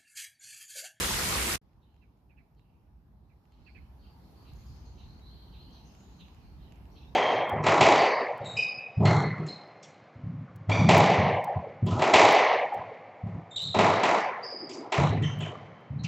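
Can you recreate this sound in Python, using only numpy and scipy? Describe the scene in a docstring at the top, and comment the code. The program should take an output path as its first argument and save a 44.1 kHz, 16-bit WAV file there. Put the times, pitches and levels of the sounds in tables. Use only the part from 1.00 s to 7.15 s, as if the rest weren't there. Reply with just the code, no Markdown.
"""Stream, then wet thicket

Close by a rain-fed stream, a roar of shaped noise under thousands of tiny bubbles is cut off after half a second.
After a short gap the microphones stand in a wet thicket: far rumble and hush are drifting noise,
whose recording level rises about 10 dB between 2.4 and 3.3 s.
Small birds near and far are gliding, fluttering sines blurred by scattering taps for the foliage.
Drops tick on leaves to the right, each a click ringing four damped modes."""
import sys
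import numpy as np
from scipy import signal
from scipy.io import wavfile
from scipy.ndimage import uniform_filter1d

SR = 44100
rng = np.random.default_rng(int(sys.argv[2]) if len(sys.argv) > 2 else 0)


def dump_mix(stems):
    """Bounce the given channels to the path in sys.argv[1] as a 16-bit WAV at rate SR."""
    frames = np.atleast_2d(stems).T  # one column per channel
    limited = np.clip(frames, -1, 1)  # hard clip at full scale
    pcm = np.round(limited * 32767).astype(np.int16)
    wavfile.write(sys.argv[1], SR, pcm)


N = 271215  # samples, 6.15 s

# Relative spectrum of the close stream: (frequency [Hz], density [dB per Hz])
STREAM_SPECTRUM = [(15, -37.5), (25, -9), (69, 0), (124, -9.5), (184, -8), (267, -14), (331, -10),
                   (594, -14), (2080, -14.5), (3630, -16), (7070, -17), (11700, -20), (14500, -25)]
# Likeness of the stream's two channels: (frequency [Hz], correlation [-1 to 1])
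STREAM_LIKENESS = [(60, 0.9), (120, 0.91), (240, 0.88), (470, 0.67), (930, 0.2), (1850, 0.16),
                   (3660, 0.082), (7270, 0.08), (14400, 0.01)]
# Sideways balance of the stream: (frequency [Hz], left minus right [dB])
STREAM_BALANCE = [(60, -2), (150, 0), (370, 0.5), (930, 1.5), (2320, -4.5), (5790, 2), (14400, 0.5)]
# Relative spectrum of the thicket air before the level rise: (frequency [Hz], density [dB per Hz])
HUSH_SPECTRUM = [(20, -35), (38, -12.5), (58, 2.5), (85, -9.5), (130, -11), (220, -16.5), (560, -32.5),
                 (860, -27.5), (1500, -41), (2800, -48), (5000, -49.5), (8600, -63.5), (12000, -53.5),
                 (14500, -55.5)]
# Likeness of the thicket's two channels: (frequency [Hz], correlation [-1 to 1])
HUSH_LIKENESS = [(60, 0.87), (120, 0.97), (240, 0.93), (470, 0.58), (930, 0.4), (1850, 0), (3660, 0.01),
                 (7270, 0.071), (14400, 0.0)]
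# Sideways balance of the thicket air: (frequency [Hz], left minus right [dB])
HUSH_BALANCE = [(60, -1), (180, -2), (540, 3), (1610, -3), (4820, -1), (14400, -1.0)]
# Thicket level over time:
# (time [s], hush level [dB], extra rumble [dB], extra birdsong haze [dB], extra hiss [dB])
THICKET_LEVEL = [(.62, -74, 0.5, 2.5, 0.5), (1.4, -73, -3, -3, 2.5), (2.2, -73, 2, -2.5, 1),
                 (2.45, -72.5, -1, 1, 3), (2.62, -69.5, -1, 7.5, -2.5), (2.9, -66, 2, -2, 2.5),
                 (3.3, -63.5, -4, 2.5, 4.5), (3.7, -64, 2, 8.5, 6), (3.9, -63.5, 1, 5.5, -3),
                 (4.5, -63.5, 0.5, 1, 3.5), (5, -63.5, -7.5, 5.5, 1), (5.5, -64.5, 1.5, 4, -0.5),
                 (5.85, -63, -3, 0.5, 2.5), (6.15, -64, -2, 3, 0)]
# Drops landing on leaves, before panning and scatter:
# (time [s], peak level [dB], left minus right [dB], brightness [dB per octave])
LEAF_DROPS = [(0.733, -70, -11, -4), (0.9438, -66, -5.5, -3), (0.965, -64, -4.5, -5), (1.1744, -72, -2, 1),
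              (1.5494, -68, -1.0, 1), (1.5953, -63, -15, -8), (2.4546, -64, -10, -4),
              (2.5222, -59.5, -2.0, -1), (3.4299, -62, -3.5, 6), (3.5357, -55, -2, 7), (3.7636, -57, -4, 1),
              (4.196, -56, -3.5, -2), (4.7084, -62, -3.0, 4), (4.9504, -53, -11, 1.5),
              (5.007, -57.5, -15, -5), (5.21, -55, -14, 0), (5.2839, -52, -8, -5), (5.3467, -54, -2.0, 1),
              (5.7228, -48.5, -9, -2.5), (5.7584, -55, -3, -1), (5.8552, -57.5, -4.0, -5)]
# Ringing modes of a leaf: (frequency [Hz], width [Hz], relative level [dB])
LEAF_MODES = [(2580, 1300, 2.5), (3920, 1100, -10), (6810, 550, -11), (11700, 1700, -9)]
# Hoarse two-voiced churrs, upper voice before panning and scatter:
# (time [s], level [dB], start pitch [Hz], length [s], lower voice against upper [dB])
CHURR_CALLS = [(0.816, -78, 4230, .04, -10), (1.561, -82, 4290, .065, -5), (2.514, -77, 4400, .045, -5),
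               (3.016, -81, 4200, 0.1, 8.5), (3.442, -72.5, 4220, 0.083, 3.5),
               (3.961, -65.5, 4220, 0.098, -3), (4.515, -63.5, 4250, 0.073, -3.5),
               (4.72, -67, 4740, .082, -3), (5.187, -61, 4150, 0.055, -2.5), (5.95, -63.5, 4315, 0.052, -2),
               (5.992, -70.5, 4100, 0.073, 3.5)]
# Notes of three far birds, level at the note's start before waver, panning and leaves:
# (time [s], length [s], level [dB], start pitch [Hz], end pitch [Hz])
CHUP_NOTES = [(.83, 0.16, -85.5, 2900, 2660), (1.61, .17, -84.5, 2800, 2500),
              (2.55, 0.067, -81, 2900, 2700), (2.78, 0.12, -82.5, 2900, 2880),
              (4.29, 0.21, -74.5, 3260, 3200), (4.58, 0.18, -71, 2960, 3200),
              (4.74, 0.085, -71, 2820, 2650), (4.84, .15, -76, 2895, 2880), (5.0, 0.15, -80.5, 2790, 2910),
              (5.235, 0.057, -69, 2793, 2770), (5.35, 0.13, -76.5, 2640, 2540), (5.6, .1, -75, 3050, 2990),
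              (5.69, .11, -75, 2884, 2300)]
WHISTLE_NOTES = [(.85, .08, -83, 4000, 4150), (.96, 0.077, -82, 4090, 4070), (1.3, .04, -94, 4100, 4080),
                 (1.36, 0.072, -88, 4060, 4000), (2.22, 0.11, -88, 4360, 3870),
                 (2.39, .11, -95, 4180, 4080), (2.56, .08, -80, 3980, 4280), (2.63, .11, -70.5, 4260, 4490),
                 (2.74, 0.097, -78, 4300, 4260), (2.97, .18, -71, 4300, 4610),
                 (3.17, 0.16, -75.5, 4410, 4280), (3.34, .11, -69, 4310, 4530),
                 (3.45, .09, -68, 4400, 4210), (3.56, .09, -69, 4250, 4420), (3.66, 0.14, -71, 4290, 4390),
                 (3.845, 0.067, -65, 4330, 4350), (4.02, .17, -65, 4040, 4430),
                 (4.22, .13, -61, 3840, 4290), (4.33, .19, -65.5, 4310, 4140), (4.56, .15, -63, 3800, 4300),
                 (4.7, .15, -66.5, 4250, 4150), (5.01, .09, -74, 3860, 3900), (5.1, .09, -69, 4180, 4150),
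                 (5.23, 0.063, -71, 4200, 4080), (5.38, 0.2, -74, 4400, 4330),
                 (5.575, .09, -69, 3780, 3910), (5.88, 0.065, -71, 4400, 4250)]
SEEP_NOTES = [(3.55, 0.085, -71.5, 6440, 6600), (3.65, 0.18, -74.5, 6760, 5900),
              (3.66, .13, -68, 4840, 5090), (3.845, 0.088, -73.5, 6350, 6600),
              (3.95, 0.078, -73, 6110, 5780), (4.06, .14, -85, 5850, 6000), (4.72, 0.1, -72, 5930, 5750),
              (4.847, 0.063, -69.5, 6230, 6000), (4.867, .09, -70, 4370, 5950),
              (4.96, 0.097, -72, 6700, 6600), (5.08, .2, -77, 6640, 6220), (5.91, .15, -74.5, 5660, 5700)]
# Low falling chucks, upper voice before panning and scatter: (time [s], level [dB])
CHUCK_CALLS = [(1.011, -74.5), (1.291, -74), (1.366, -70.5), (2.291, -79), (2.659, -63), (2.744, -60.5)]
# Clear single-voiced pipes, before panning and scatter:
# (time [s], level [dB], start pitch [Hz], end pitch [Hz], length [s])
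PIPE_CALLS = [(2.999, -80.5, 3800, 3800, .04), (4.044, -71, 3880, 4470, .12),
              (4.203, -64.5, 3800, 4320, 0.12), (4.562, -69, 3810, 4430, 0.13),
              (4.693, -73, 3150, 3120, .05), (4.97, -78.5, 6770, 6900, 0.14),
              (5.013, -75, 3800, 3790, 0.036), (5.203, -60, 3880, 3850, 0.016),
              (6.03, -72, 3440, 3550, .03), (6.065, -69, 3680, 3800, .045)]

HOP = 1024  # samples between short-time spectra
RUSH_DB, FIZZ_DB = -29, -8  # whole stream rms; bubbles against the roar
FIZZ_PER_S = 4000  # average bubbles per second in each channel
CUT_S, CUT_DB, CUT_DB_PER_S, GONE_S = 0.558, -9, 702.5, 0.579  # stream drops, fades, is silent
HUSH_START_S = 0.614
NOTE_END_S, NOTE_WAVER_DB = 0.015, 3  # closing ramp; rms level waver of far notes
EDGE_HZ = 14600  # upper band limit


def gain_of(db):
    """Decibels to gain."""
    return 10 ** (np.asarray(db) / 20)


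def evened(x):
    """Scales to rms 1."""
    return x / np.sqrt(np.mean(x ** 2) + 1e-20)


def read(points, hz):
    """Reads a curve on a log-frequency axis."""
    f, value = np.transpose(points)
    return np.interp(np.log(hz + 1), np.log(f + 1), value)


def add(mix, s, sound):
    """Mixes a stereo sound in at time s, cut at the end of the mix."""
    part = mix[:, round(s * SR):][:, :sound.shape[1]]
    part += sound[:, :part.shape[1]]


def panned(x, pan_db):
    """Splits the left-right level difference over both channels."""
    return np.array([x * gain_of(pan_db / 2), x * gain_of(-pan_db / 2)])


def flutter(n, smooth_s):
    """Random wandering of rms 1: white noise through a one-pole smoother."""
    return evened(signal.lfilter([1], [1, -np.exp(-1 / (smooth_s * SR))], rng.standard_normal(n)))


def noise(colour, likeness, balance, patchy_db, n):
    """Random stereo short-time spectra with drifting patches: (Hz, s, spectra)."""
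    frames = n // HOP + 5
    hz = np.fft.rfftfreq(4 * HOP, 1 / SR)
    t = np.arange(frames) * HOP / SR
    a, b, c, d, patches = rng.standard_normal((frames, len(hz), 5)).T
    patches = uniform_filter1d(patches, size=3, axis=1)  # across time
    patches = evened(uniform_filter1d(patches, size=40, axis=0))  # across frequency
    like = np.clip(read(likeness, hz), -1, 1)[:, None]
    left = a + 1j * b
    right = like * left + np.sqrt(1 - like ** 2) * (c + 1j * d)
    level = gain_of(read(colour, hz)[:, None] + patchy_db * patches)
    return hz, t, np.array([left, right]) * panned(level, read(balance, hz)[:, None])


def sound_of(spectra, n):
    """Short-time spectra back to n samples."""
    return signal.istft(spectra, nperseg=4 * HOP, noverlap=3 * HOP)[1][:, :n]


def foliage(x, t60):
    """Leaves as sparse scattering taps of random sign, different for each ear, decaying 60 dB in t60 s."""
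    slots = np.arange(40, SR // 2, 20)
    at = slots + rng.integers(0, 20, (2, len(slots)))
    taps = np.zeros((2, SR // 2 + 40))
    strength = rng.choice([-1., 1.], at.shape) * gain_of(-60 * at / SR / t60)
    np.put_along_axis(taps, at, strength, 1)
    return signal.fftconvolve(x, taps / np.linalg.norm(taps[0]), axes=1)[:, :N]


def scattered(song, near_db, near_t60, far_db, far_t60):
    """Near leaves scatter a song and far trees hold a tail."""
    return song + gain_of(near_db) * foliage(song, near_t60) + gain_of(far_db) * foliage(song, far_t60)


def chirp(level_db, start_hz, end_hz, length, pan_db, lower, hoarse_hz):
    """One sweep with random pitch wander; the lower half of the voice box joins with the given gain."""
    u = np.arange(0, 1, 1 / (length * SR))
    hz = start_hz * (end_hz / start_hz) ** u
    upper_cycles, lower_cycles = (
        np.cumsum(ratio * hz + hoarse_hz * flutter(len(u), smooth_s=0.000967)) / SR for ratio in (1, 0.73))
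    voice = np.sin(2 * np.pi * upper_cycles) + lower * np.sin(2 * np.pi * lower_cycles)
    return panned(gain_of(level_db) * voice * np.sin(np.pi * u ** 0.87), pan_db)


def far_note(row, bend, rise_s, fade_db, flutter_hz, smooth_s):
    """A near-sine voice whose pitch glides and flutters quickly at random."""
    s, length, level_db, start_hz, end_hz = row
    t = np.arange(0, length, 1 / SR)
    hz = start_hz + (end_hz - start_hz) * (t / length) ** bend
    hz = hz + flutter_hz * flutter(len(t), smooth_s)
    voice = np.sqrt(2) * np.sin(2 * np.pi * np.cumsum(hz) / SR)
    level_db = level_db + fade_db * t / length + NOTE_WAVER_DB * flutter(len(t), smooth_s=0.012)
    ramps = np.clip(np.minimum(t / rise_s, (length - t) / NOTE_END_S), 0, 1)
    return s, gain_of(level_db) * voice * ramps


def far_bird(notes, pan_db, t60, direct_db, **voice_settings):
    """One bird's notes from its perch, mostly heard through leaves."""
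    song = np.zeros((2, N))
    for row in notes:
        s, voice = far_note(row, **voice_settings)
        add(song, s, panned(voice, pan_db))
    return gain_of(direct_db) * song + foliage(song, t60)


def bubbles(n):
    """Tiny bubbles of about six cycles and rising pitch, at random times and sizes."""
    fizz = np.zeros((2, n))
    for hz in np.geomspace(900, 12000, num=24):
        u = np.arange(0, 6, hz / SR)
        bubble = np.sin(2 * np.pi * u * (1 + 0.02 * u)) * np.sin(np.pi * u / 6) ** 2
        size = gain_of(6.0 * np.minimum(rng.exponential(1, (2, n)), 5))
        size *= rng.random((2, n)) < FIZZ_PER_S / 24 / SR
        level = gain_of(read(STREAM_SPECTRUM, hz)) * np.sqrt(hz)
        fizz += level * signal.oaconvolve(size, bubble[None])[:, :n]
    return fizz


def stream():
    """Close rushing water: a broad noise roar plus bubbles, cut off abruptly."""
    n = SR * 2 // 3
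    spectra = noise(STREAM_SPECTRUM, STREAM_LIKENESS, STREAM_BALANCE, patchy_db=1.5, n=n)[2]
    roar = evened(sound_of(spectra, n))
    water = evened(roar + gain_of(FIZZ_DB) * evened(bubbles(n)))
    t = np.arange(n) / SR
    level_db = RUSH_DB + (t > CUT_S) * (CUT_DB - CUT_DB_PER_S * (t - CUT_S))
    return (t < GONE_S) * gain_of(level_db) * water


def hush():
    """Far rumble, mid wash, a haze of distant birdsong and hiss share one level rise and drift around it."""
    hz, t, spectra = noise(HUSH_SPECTRUM, HUSH_LIKENESS, HUSH_BALANCE, patchy_db=1.5, n=N)
    s, *columns = np.transpose(THICKET_LEVEL)
    level_db, rumble_db, haze_db, hiss_db = (np.interp(t, s, column) for column in columns)
    # soft weights: 1 below each edge, 0 well above it
    low, mid, high = (1 / (1 + (hz[:, None] / edge_hz) ** 4) for edge_hz in (150, 1900, 7800))
    drift_db = low * rumble_db + (high - mid) * haze_db + (1 - high) * hiss_db
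    air = sound_of(spectra * gain_of(level_db + drift_db), N)
    # the hush level refers to this band before the level rise
    wash = sound_of(spectra * ((hz > 300) & (hz < 1500))[:, None], N)
    opening = np.clip((np.arange(N) / SR - HUSH_START_S) / 0.0017, 0, 1)
    return air / np.std(wash) * opening


def drops():
    """Each drop is a click that rings the damped leaf; bright drops favour the upper modes."""
    out = np.zeros((2, N))
    t = np.arange(600) / SR
    for s, peak_db, pan_db, bright_db in LEAF_DROPS:
        tick = np.zeros(len(t))
        for hz, width, db in LEAF_MODES:
            level = gain_of(db + bright_db * np.log2(hz / 4000))
            tick += level * np.exp(-np.pi * width * t) * np.sin(2 * np.pi * hz * t)
        tick *= 1 - np.exp(-t / 0.0003)  # the drop spreads as it lands
        add(out, s, panned(gain_of(peak_db) * tick / abs(tick).max(), pan_db))
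    return out + gain_of(-8.0) * foliage(out, t60=0.02)


def churrs():
    """Hoarse churrs from mid-thicket: two falling voices whose pitch wanders fast."""
    song = np.zeros((2, N))
    for s, level_db, hz, length, lower_db in CHURR_CALLS:
        add(song, s, chirp(level_db, hz, hz * 0.86, length, pan_db=-3.5, lower=gain_of(lower_db), hoarse_hz=270))
    return scattered(song, near_db=-1.0, near_t60=0.14, far_db=-1.0, far_t60=0.6)


def chups():
    """A far bird to the right: low notes near 3 kHz with quick pitch flutter."""
    return far_bird(CHUP_NOTES, pan_db=-11, bend=0.9, rise_s=0.013, fade_db=-7, flutter_hz=262,
                    smooth_s=0.00094, t60=0.94, direct_db=-4.0)


def whistles():
    """A far bird near the centre: gliding notes near 4 kHz that bend early and open slowly."""
    return far_bird(WHISTLE_NOTES, pan_db=0.8, bend=0.45, rise_s=0.029, fade_db=-7, flutter_hz=226,
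                    smooth_s=0.00123, t60=0.43, direct_db=-8.0)


def chucks():
    """One bird to the right repeats the same short falling two-voiced call."""
    song = np.zeros((2, N))
    for s, level_db in CHUCK_CALLS:
        add(song, s, chirp(level_db, start_hz=2700, end_hz=2120, length=0.0476, pan_db=-14,
                           lower=gain_of(-11.5), hoarse_hz=168))
    return scattered(song, near_db=0.5, near_t60=0.09, far_db=-8, far_t60=0.59)


def pipes():
    """Clear pipes from mid-thicket: one voice with little pitch wander."""
    song = np.zeros((2, N))
    for s, level_db, start_hz, end_hz, length in PIPE_CALLS:
        add(song, s, chirp(level_db, start_hz, end_hz, length, pan_db=0, lower=0, hoarse_hz=40))
    return scattered(song, near_db=-1.0, near_t60=0.14, far_db=-1.0, far_t60=0.6)


def seeps():
    """A far bird to the left: thin high notes, mostly near 6 kHz, with strong pitch flutter."""
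    return far_bird(SEEP_NOTES, pan_db=9, bend=0.9, rise_s=0.01, fade_db=-10.5, flutter_hz=333,
                    smooth_s=0.00094, t60=1.0, direct_db=-3.5)


def scene():
    """The close stream first, then the thicket."""
    mix = np.zeros((2, N))
    add(mix, 0, stream())
    mix += hush() + drops()
    mix += churrs() + chups() + whistles()
    mix += chucks() + pipes() + seeps()
    return mix


def record(dry):
    """The microphone drops the deepest bass; then the band limit."""
    thin = signal.sosfilt(signal.butter(2, 40, "highpass", fs=SR, output="sos"), dry)
    band_limit = signal.firwin(511, EDGE_HZ, window=("kaiser", 9), fs=SR)
    return signal.oaconvolve(thin, band_limit[None], "same")


dry = scene()
out = record(dry)
dump_mix(out)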